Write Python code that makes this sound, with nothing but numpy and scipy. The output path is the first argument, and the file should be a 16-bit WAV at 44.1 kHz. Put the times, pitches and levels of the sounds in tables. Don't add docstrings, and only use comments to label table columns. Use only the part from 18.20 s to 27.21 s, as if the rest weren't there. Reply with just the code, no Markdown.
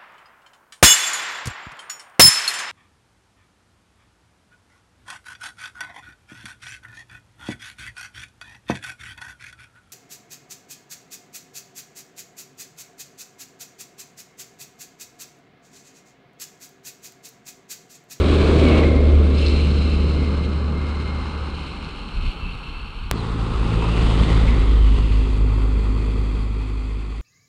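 import sys
import numpy as np
from scipy import signal
from scipy.fft import rfft, irfft, next_fast_len
from scipy.io import wavfile

SR = 44100
rng = np.random.default_rng(int(sys.argv[2]) if len(sys.argv) > 2 else 0)


def materialize(psi):
    bounded = np.clip(np.atleast_2d(psi).T, -1, 1)
    quanta = np.round(bounded * 32767).astype(np.int16)
    wavfile.write(sys.argv[1], SR, quanta)


N = 397429
TIME = np.arange(N) / SR
CUT_S = 4.913

# (abreast at t/s, speed/(m/s), gap to the microphone/m)
VAN_DRIVE = (.66, 9.616, 0.607)
CAR_DRIVE = (6.3, 7.29, 1.938)
# (firing f/Hz, Doppler shift as a share of it)
VAN_FIRING = (75.4, .027)
CAR_FIRING = (53.45, .03)
# (ahead level/dB, behind level/dB, swell t/s, width/s, boost/dB, holds out to/m, then loses/(dB/m))
VAN_DRONE_RIDE = (-16, -14, 0.97, -0.1, 4, 2, 0.5)
VAN_BODY_RIDE = (-22.5, -25, 0.4763, 0.49, 6.5, 13, 0.7842)
VAN_ROAR_RIDE = (-32, -39.5, 0.89, 0.06, 0.5, 23.5, 0.3361)
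VAN_SPRAY_RIDE = (-32, -40.5, 9.5, -2.1, -1, 5.5, 1.5)
CAR_DRONE_RIDE = (-32.5, -17, 6, 0.67, 12.5, 10, 1)
CAR_BODY_RIDE = (-31.5, -32, 6, 0.5662, 7, 11, 1.1156)
CAR_ROAR_RIDE = (-36.5, -41, 6, 0.6654, 2.5, 9, 0.75)
CAR_SPRAY_RIDE = (-42.5, -44.5, 6, 0.4326, 7, 10, 0.5378)
# (multiple of the firing rate, level/dB against the rumble)
VAN_ORDERS = [(1.5, -20), (2, -13.5), (2.5, -16), (3, -18.5), (3.5, -16), (4, -18)]
# (multiple of the firing rate, front level/dB, rear level/dB)
CAR_ORDERS = [(1.5, -11.5, -5), (2, 0, 2.5), (3, -4.5, -7), (4, -14, -10.5), (5, -15, -4.5),
              (7, -15, -16.5), (8, -17.5, -16.5), (9, -24, -20)]
# (f/Hz, level/dB)
VAN_RUMBLE_NEAR = [(60, -18.5), (110, -2.5), (170, -6), (230, 2), (320, -0.5), (450, -2.5), (640, -11.5),
                   (850, -33), (1400, -53)]
VAN_RUMBLE_AWAY = [(60, -4), (115, -3), (180, 1.5), (240, -3), (320, -6.5), (450, -7.5), (550, -12.5),
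                   (680, -21), (1200, -51)]
CAR_RUMBLE_NEAR = [(60, -12.5), (90, 3), (140, -3), (200, 0.5), (275, -2.5), (420, -6), (540, -11),
                   (680, -29), (1200, -43.5)]
CAR_RUMBLE_AWAY = [(60, -15), (90, -1.5), (140, -9), (180, -7), (250, -3), (330, -8), (430, -9), (620, -23),
                   (1000, -46.5)]
# (f/Hz, level/dB)
VAN_ROAR_EQ = [(300, -19), (620, -16), (800, -1), (920, -2.5), (1100, 1), (1250, 0.5), (1430, -2),
               (1600, -6.5), (1850, -15), (2600, -32)]
CAR_ROAR_EQ = [(300, -16.5), (620, -11), (800, -2), (930, -2), (1080, 1), (1280, -1), (1480, -7),
               (1700, -15), (2600, -37)]
TREAD_EQ = [(300, -21), (470, 1.5), (620, -3), (780, -5), (1050, -25.5)]
# (f/Hz, level/dB)
VAN_SPRAY_EQ = [(1000, -35.5), (1600, -7), (1900, -9.5), (2250, -1), (2900, -5.5), (4050, -5),
                (5400, -20.5), (6200, -23), (9000, -24.5), (11500, -54)]
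CAR_SPRAY_NEAR = [(1000, -37.5), (1750, -6.5), (2000, -2.5), (2250, -5.5), (2570, -2), (3000, -3.5),
                  (3600, -3.5), (4680, -9.5), (5600, -20.5), (7600, -19.5), (9000, -21), (11300, -44)]
CAR_SPRAY_AWAY = [(1600, -18.5), (1800, -5), (2050, 1.5), (2250, -3.5), (2520, 1.5), (2950, -10.5),
                  (3250, -1.5), (3890, -10), (4550, -4.5), (5400, -23), (7460, -17), (9500, -23.5),
                  (14000, -47.5)]
RASP_REAR = [(1200, -46.5), (1900, -12.5), (2150, -3.5), (2400, -2), (2700, 0), (3080, -1), (3400, -11),
             (3800, -4.5), (4090, 1.5), (4350, -3.5), (4680, -16.5), (5000, -10), (5750, -21), (8900, -23),
             (11400, -46.5)]
RASP_FAR = [(1850, -28.5), (2100, -9), (2400, -8), (2600, -0.5), (2780, -3), (3070, -4.5), (3360, -13),
            (3800, -14), (4200, -7.5), (4550, -13), (4840, -32), (5300, -24), (6000, -33.5), (8500, -31.5),
            (14000, -50)]
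# (t/s, peak level/dB, attack/s, decay/s)
RASP_SURGES = [(1.21, -34.5, 0.068, 1.08), (2.8, -43.5, 0.212, 3.2), (4.05, -43.5, 0.144, 3.0),
               (4.06, -41, 0.017, 0.069)]
WHINE_FLARES = [(.1, -49.5, .2, .3), (.51, -31.5, 0.072, 0.23), (2.05, -44, 0.103, 0.15),
                (2.7, -43.5, 0.153, 0.47)]
# (t/s, width/s, level/dB)
LOW_RING_SWELLS = [(1.26, 0.18, -41.5), (1.71, 0.085, -42), (4.255, 0.049, -36.5), (4.54, 0.125, -45.5)]
HIGH_RING_SWELLS = [(1.33, 0.102, -39), (1.66, 0.142, -42.5)]
# (t/s, width/s, level/dB)
WHISTLE_SWELLS = [(5.72, 0.242, -39.5), (6.74, 0.307, -48)]
# (t/s, width/s, level/dB)
TREAD_SWELLS = [(.57, 0.28, -30), (5.97, 0.395, -36.5)]
# (t/s, centre f/Hz, level/dB, decay/s)
CRUNCHES = [(0.564, 1007, -27.5, 0.0123), (0.635, 2096, -24, 0.0062), (1.182, 4300, -33, 0.0076),
            (1.262, 4100, -24, 0.0054), (1.282, 4160, -30, 0.0064), (5.622, 1010, -29.5, .007),
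            (5.642, 1110, -22, 0.0048), (5.678, 1120, -31.5, 0.0059), (5.86, 1080, -35.5, 0.0067),
            (5.909, 985, -31.5, 0.0122), (5.995, 1095, -24, 0.0057), (5.996, 3080, -30, 0.005),
            (6.098, 1044, -28, .008), (6.137, 1074, -26.5, 0.0068), (6.172, 1247, -24, 0.0048),
            (6.277, 2306, -29.5, 0.0144)]
# (peak t/s, level/dB, fall either side/(dB/s))
VAN_WAKE = (0.4, -22.5, 4.07)
CAR_WAKE = (6.34, -18, 8.72)
# (t/s, width/s, level/dB)
GUSTS = [(3.99, 0.0605, -24.5), (4.068, 0.0296, -20.5), (4.263, 0.0457, -22), (4.36, 0.033, -26),
         (4.55, 0.2, -33), (4.85, 0.069, -26), (5.42, 0.074, -21.5)]
# (f/Hz, level/dB)
WAKE_EQ = [(10, -35.5), (22, -8.5), (36, -3), (48, -0.5), (65, -5), (95, -17), (140, -18.5), (300, -46)]
GUST_EQ = [(12, -20.5), (30, 6), (74, -3.5), (120, -14), (280, -24.5), (600, -66)]


def van():
    phase = firing_phase(VAN_DRIVE, *VAN_FIRING, jitter=0.00406)
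    return van_exhaust(phase) + van_tyres() + van_hiss(phase) + van_whine()


def car():
    phase = firing_phase(CAR_DRIVE, *CAR_FIRING, jitter=0.001997)
    return car_exhaust(phase) + car_tyres(phase) + car_gears() + snow_squeak() + car_whistle()


def van_exhaust(phase):
    drone_gain = from_db(passing(VAN_DRIVE, *VAN_DRONE_RIDE) + 0.5 * drift(5.0))
    drone = drone_gain * crossfade(np.sqrt(2) * np.sin(phase), 0, 2.47, 3.725)
    near = coloured(puffs(phase, depth_db=1.5), VAN_RUMBLE_NEAR)
    away = coloured(puffs(phase, depth_db=1.5), VAN_RUMBLE_AWAY)
    rumble = crossfade(near, away, 1.0, 1.492)
    hum = overtones(phase, VAN_ORDERS, waver_db=2.5, wobble_rad=0.18)
    return drone + from_db(passing(VAN_DRIVE, *VAN_BODY_RIDE)) * (rumble + hum)


def car_exhaust(phase):
    drone_gain = from_db(passing(CAR_DRIVE, *CAR_DRONE_RIDE) + 0.5 * drift(5.4))
    drone = drone_gain * np.sqrt(2) * np.sin(phase)
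    orders = [(k, np.interp(TIME, [6.1, 6.65], [front, rear])) for k, front, rear in CAR_ORDERS]
    hum = overtones(phase, orders, waver_db=1.41, wobble_rad=0.12)
    near = coloured(puffs(phase, depth_db=3.0), CAR_RUMBLE_NEAR)
    away = coloured(puffs(phase, depth_db=3.0), CAR_RUMBLE_AWAY)
    rumble = crossfade(near, from_db(-0.49) * away, 6.06, 6.55)
    return drone + from_db(passing(CAR_DRIVE, *CAR_BODY_RIDE)) * (rumble + hum)


def firing_phase(drive, rate_hz, shift, jitter):
    _, bearing = road(*drive)
    hz = rate_hz * (1 - shift * bearing) * (1 + jitter * drift(15.3))
    return 2 * np.pi * np.cumsum(hz) / SR


def overtones(phase, orders, waver_db, wobble_rad):
    hum = np.zeros(N)
    for order, db in orders:
        gain = np.sqrt(2) * from_db(db + waver_db * drift(5.4))
        hum += gain * np.sin(order * phase + wobble_rad * drift(7.5) + rng.uniform(0, 2 * np.pi))
    return hum


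def puffs(phase, depth_db):
    return rms_one(white() * from_db(depth_db * np.cos(phase)))


def van_tyres():
    rough_patch_db = 1.67 * bump(3.033, 0.175)
    gain = from_db(passing(VAN_DRIVE, *VAN_ROAR_RIDE) + rough_patch_db + 0.51 * drift(11.0))
    return gain * coloured(white() + 0.54 * grains(2500, spread_db=4.0), VAN_ROAR_EQ)


def car_tyres(phase):
    ruts_db = 0.99 * drift(11.7)
    grit = bump(5.725, 0.67) * grains(170, spread_db=0.0)
    rolling = puffs(phase, depth_db=0.5) + 0.367 * grains(2500, spread_db=4.5) + 0.497 * grit
    roar = from_db(passing(CAR_DRIVE, *CAR_ROAR_RIDE) + ruts_db) * coloured(rolling, CAR_ROAR_EQ)
    spray = puffs(phase, depth_db=1.0) + 0.803 * grains(4000, spread_db=-0.5) + 0.412 * grit
    hiss = crossfade(coloured(spray, CAR_SPRAY_NEAR), coloured(spray, CAR_SPRAY_AWAY), 6.6, 7.2)
    return roar + from_db(passing(CAR_DRIVE, *CAR_SPRAY_RIDE) + ruts_db) * hiss


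def grains(per_s, spread_db):
    sizes = from_db(spread_db * np.minimum(rng.exponential(1, N), 4))
    return rms_one(white() * sizes * (rng.random(N) < per_s / SR))


def van_hiss(phase):
    spray = coloured(white() + 0.62 * grains(4300, spread_db=4.0), VAN_SPRAY_EQ)
    spray *= from_db(passing(VAN_DRIVE, *VAN_SPRAY_RIDE))
    gas = puffs(phase, depth_db=0.8) + 0.5 * grains(700, spread_db=1.0)
    rasp = surges(RASP_SURGES) * crossfade(coloured(gas, RASP_REAR), coloured(gas, RASP_FAR), 3.096, 4.086)
    low_ring = swells(LOW_RING_SWELLS) * narrow_band(2675, width_hz=42)
    high_ring = swells(HIGH_RING_SWELLS) * narrow_band(4090, width_hz=110)
    return from_db(drift(19.1)) * (spray + rasp + low_ring + high_ring)


def van_whine():
    hz = np.interp(TIME, [0.4, 0.75], [2260, 2125])
    core = np.sqrt(2) * np.sin(2 * np.pi * np.cumsum(hz + 34.25 * drift(70)) / SR)
    whine = 0.75 * core + 0.66 * narrow_band(hz, width_hz=59.7)
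    whine += crossfade(0.59 * narrow_band(hz, width_hz=380), 0, 0.63, 1.9)
    whine += crossfade(0.654 * narrow_band(hz / 2, width_hz=45), 0, 1.0, 2.7)
    whine += 0.81 * bump(0.54, 0.11) * narrow_band(1.22 * hz, width_hz=260)
    gain = np.hypot(from_db(-53.5), surges(WHINE_FLARES))
    return gain * crossfade(whine, 0, 2.9, 3.8)


def car_whistle():
    far_hz, rise_hz, range_m = 2419.3, 1006.8, 3.0
    distance, _ = road(*CAR_DRIVE)
    hz = far_hz + rise_hz / (1 + (distance ** 2 - distance.min() ** 2) / range_m ** 2)
    ring = crossfade(narrow_band(hz, width_hz=316), narrow_band(hz, width_hz=220), 6.0, 6.89)
    return (from_db(-54.5) + swells(WHISTLE_SWELLS)) * ring


def car_gears():
    return from_db(-40.0) * bump(6.243, 0.362) * narrow_band(2063.6, width_hz=250)


def snow_squeak():
    hz = np.interp(TIME, [4.96, 5.02], [4350, 3850])
    return from_db(-42.5) * bump(4.99, 0.034) * narrow_band(hz, width_hz=220)


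def treads():
    return swells(TREAD_SWELLS) * coloured(grains(900, spread_db=-5.5), TREAD_EQ)


def crunches(half_band=0.137):
    track, age = np.zeros(N + SR), TIME[:SR // 4]
    for at_s, hz, db, decay_s in CRUNCHES:
        band = signal.butter(2, [hz * (1 - half_band), hz * (1 + half_band)], "band", fs=SR, output="sos")
        envelope = np.exp(-age / decay_s)
        burst = rms_one(signal.sosfilt(band, rng.standard_normal(len(age)) * envelope + 1e-18))
        start = int(at_s * SR)
        track[start:start + len(age)] += from_db(db) * burst * np.sqrt(np.mean(envelope ** 2))
    return signal.sosfilt(signal.butter(8, 6500, fs=SR, output="sos"), track[:N] + 1e-18)


def click(height, decay_s):
    age = TIME - CUT_S
    return -height * (age >= 0) * np.exp(-np.abs(age) / decay_s)


def wind():
    wakes = np.where(TIME < CUT_S, wake(*VAN_WAKE), wake(*CAR_WAKE))
    return wakes * coloured(white(), WAKE_EQ) + swells(GUSTS) * coloured(white(), GUST_EQ)


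def wake(at_s, db, fall_db_per_s):
    return from_db(db - fall_db_per_s * np.abs(TIME - at_s))


def road(at_s, speed, gap_m):
    along = speed * (TIME - at_s)
    distance = np.hypot(along, gap_m)
    return distance, along / distance


def passing(drive, ahead_db, behind_db, swell_s, width_s, swell_db, carries_m, loss_db_per_m):
    distance, bearing = road(*drive)
    facing_db = ahead_db + (behind_db - ahead_db) * (1 + bearing) / 2
    loss_db = loss_db_per_m * np.maximum(distance - carries_m, 0)
    return facing_db + swell_db * bump(swell_s, width_s) - loss_db


def crossfade(before, after, start_s, end_s):
    share = np.clip((TIME - start_s) / (end_s - start_s), 0, 1)
    return np.sqrt(1 - share) * before + np.sqrt(share) * after


def bump(at_s, width_s):
    return np.exp(-((TIME - at_s) / width_s) ** 2)


def swells(rows):
    return sum(from_db(db) * bump(at_s, width_s) for at_s, width_s, db in rows)


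def surges(rows):
    gains = [from_db(db) * np.where(TIME < at_s, bump(at_s, attack), np.exp(-np.abs(TIME - at_s) / decay))
             for at_s, db, attack, decay in rows]
    return np.linalg.norm(gains, axis=0)


def narrow_band(hz, width_hz):
    angle = 2 * np.pi * np.cumsum(np.broadcast_to(hz, N)) / SR
    return drift(width_hz) * np.cos(angle) + drift(width_hz) * np.sin(angle)


def drift(rate_hz):
    hop, run_in = 20, 2000
    pole = np.exp(-2 * np.pi * rate_hz * hop / SR)
    noise = rng.standard_normal(N // hop + run_in + 2)
    slow = signal.lfilter([1], [1, -2 * pole, pole * pole], noise)[run_in:]
    return np.interp(np.arange(N) / hop, np.arange(len(slow)), rms_one(slow))


def coloured(x, eq):
    size = next_fast_len(N)
    hz, db = np.transpose(eq)
    bins = np.maximum(np.arange(size // 2 + 1) * SR / size, 1)
    gain = from_db(np.interp(np.log(bins), np.log(hz), db, left=-100, right=-100))
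    return rms_one(irfft(rfft(x, size) * gain, size)[:N])


def white():
    return rng.standard_normal(N)


def from_db(db):
    return 10 ** (np.asarray(db) / 20)


def rms_one(x):
    return x / np.sqrt(np.mean(x ** 2) + 1e-20)


def scene():
    vehicles = np.where(TIME < CUT_S, van(), car()) + treads() + crunches()
    return (vehicles + wind() + click(height=1.54, decay_s=0.0001))[None]


def record(dry):
    return signal.sosfilt(signal.cheby2(12, 70, 16500, fs=SR, output="sos"), dry)


dry = scene()
out = record(dry)
materialize(out)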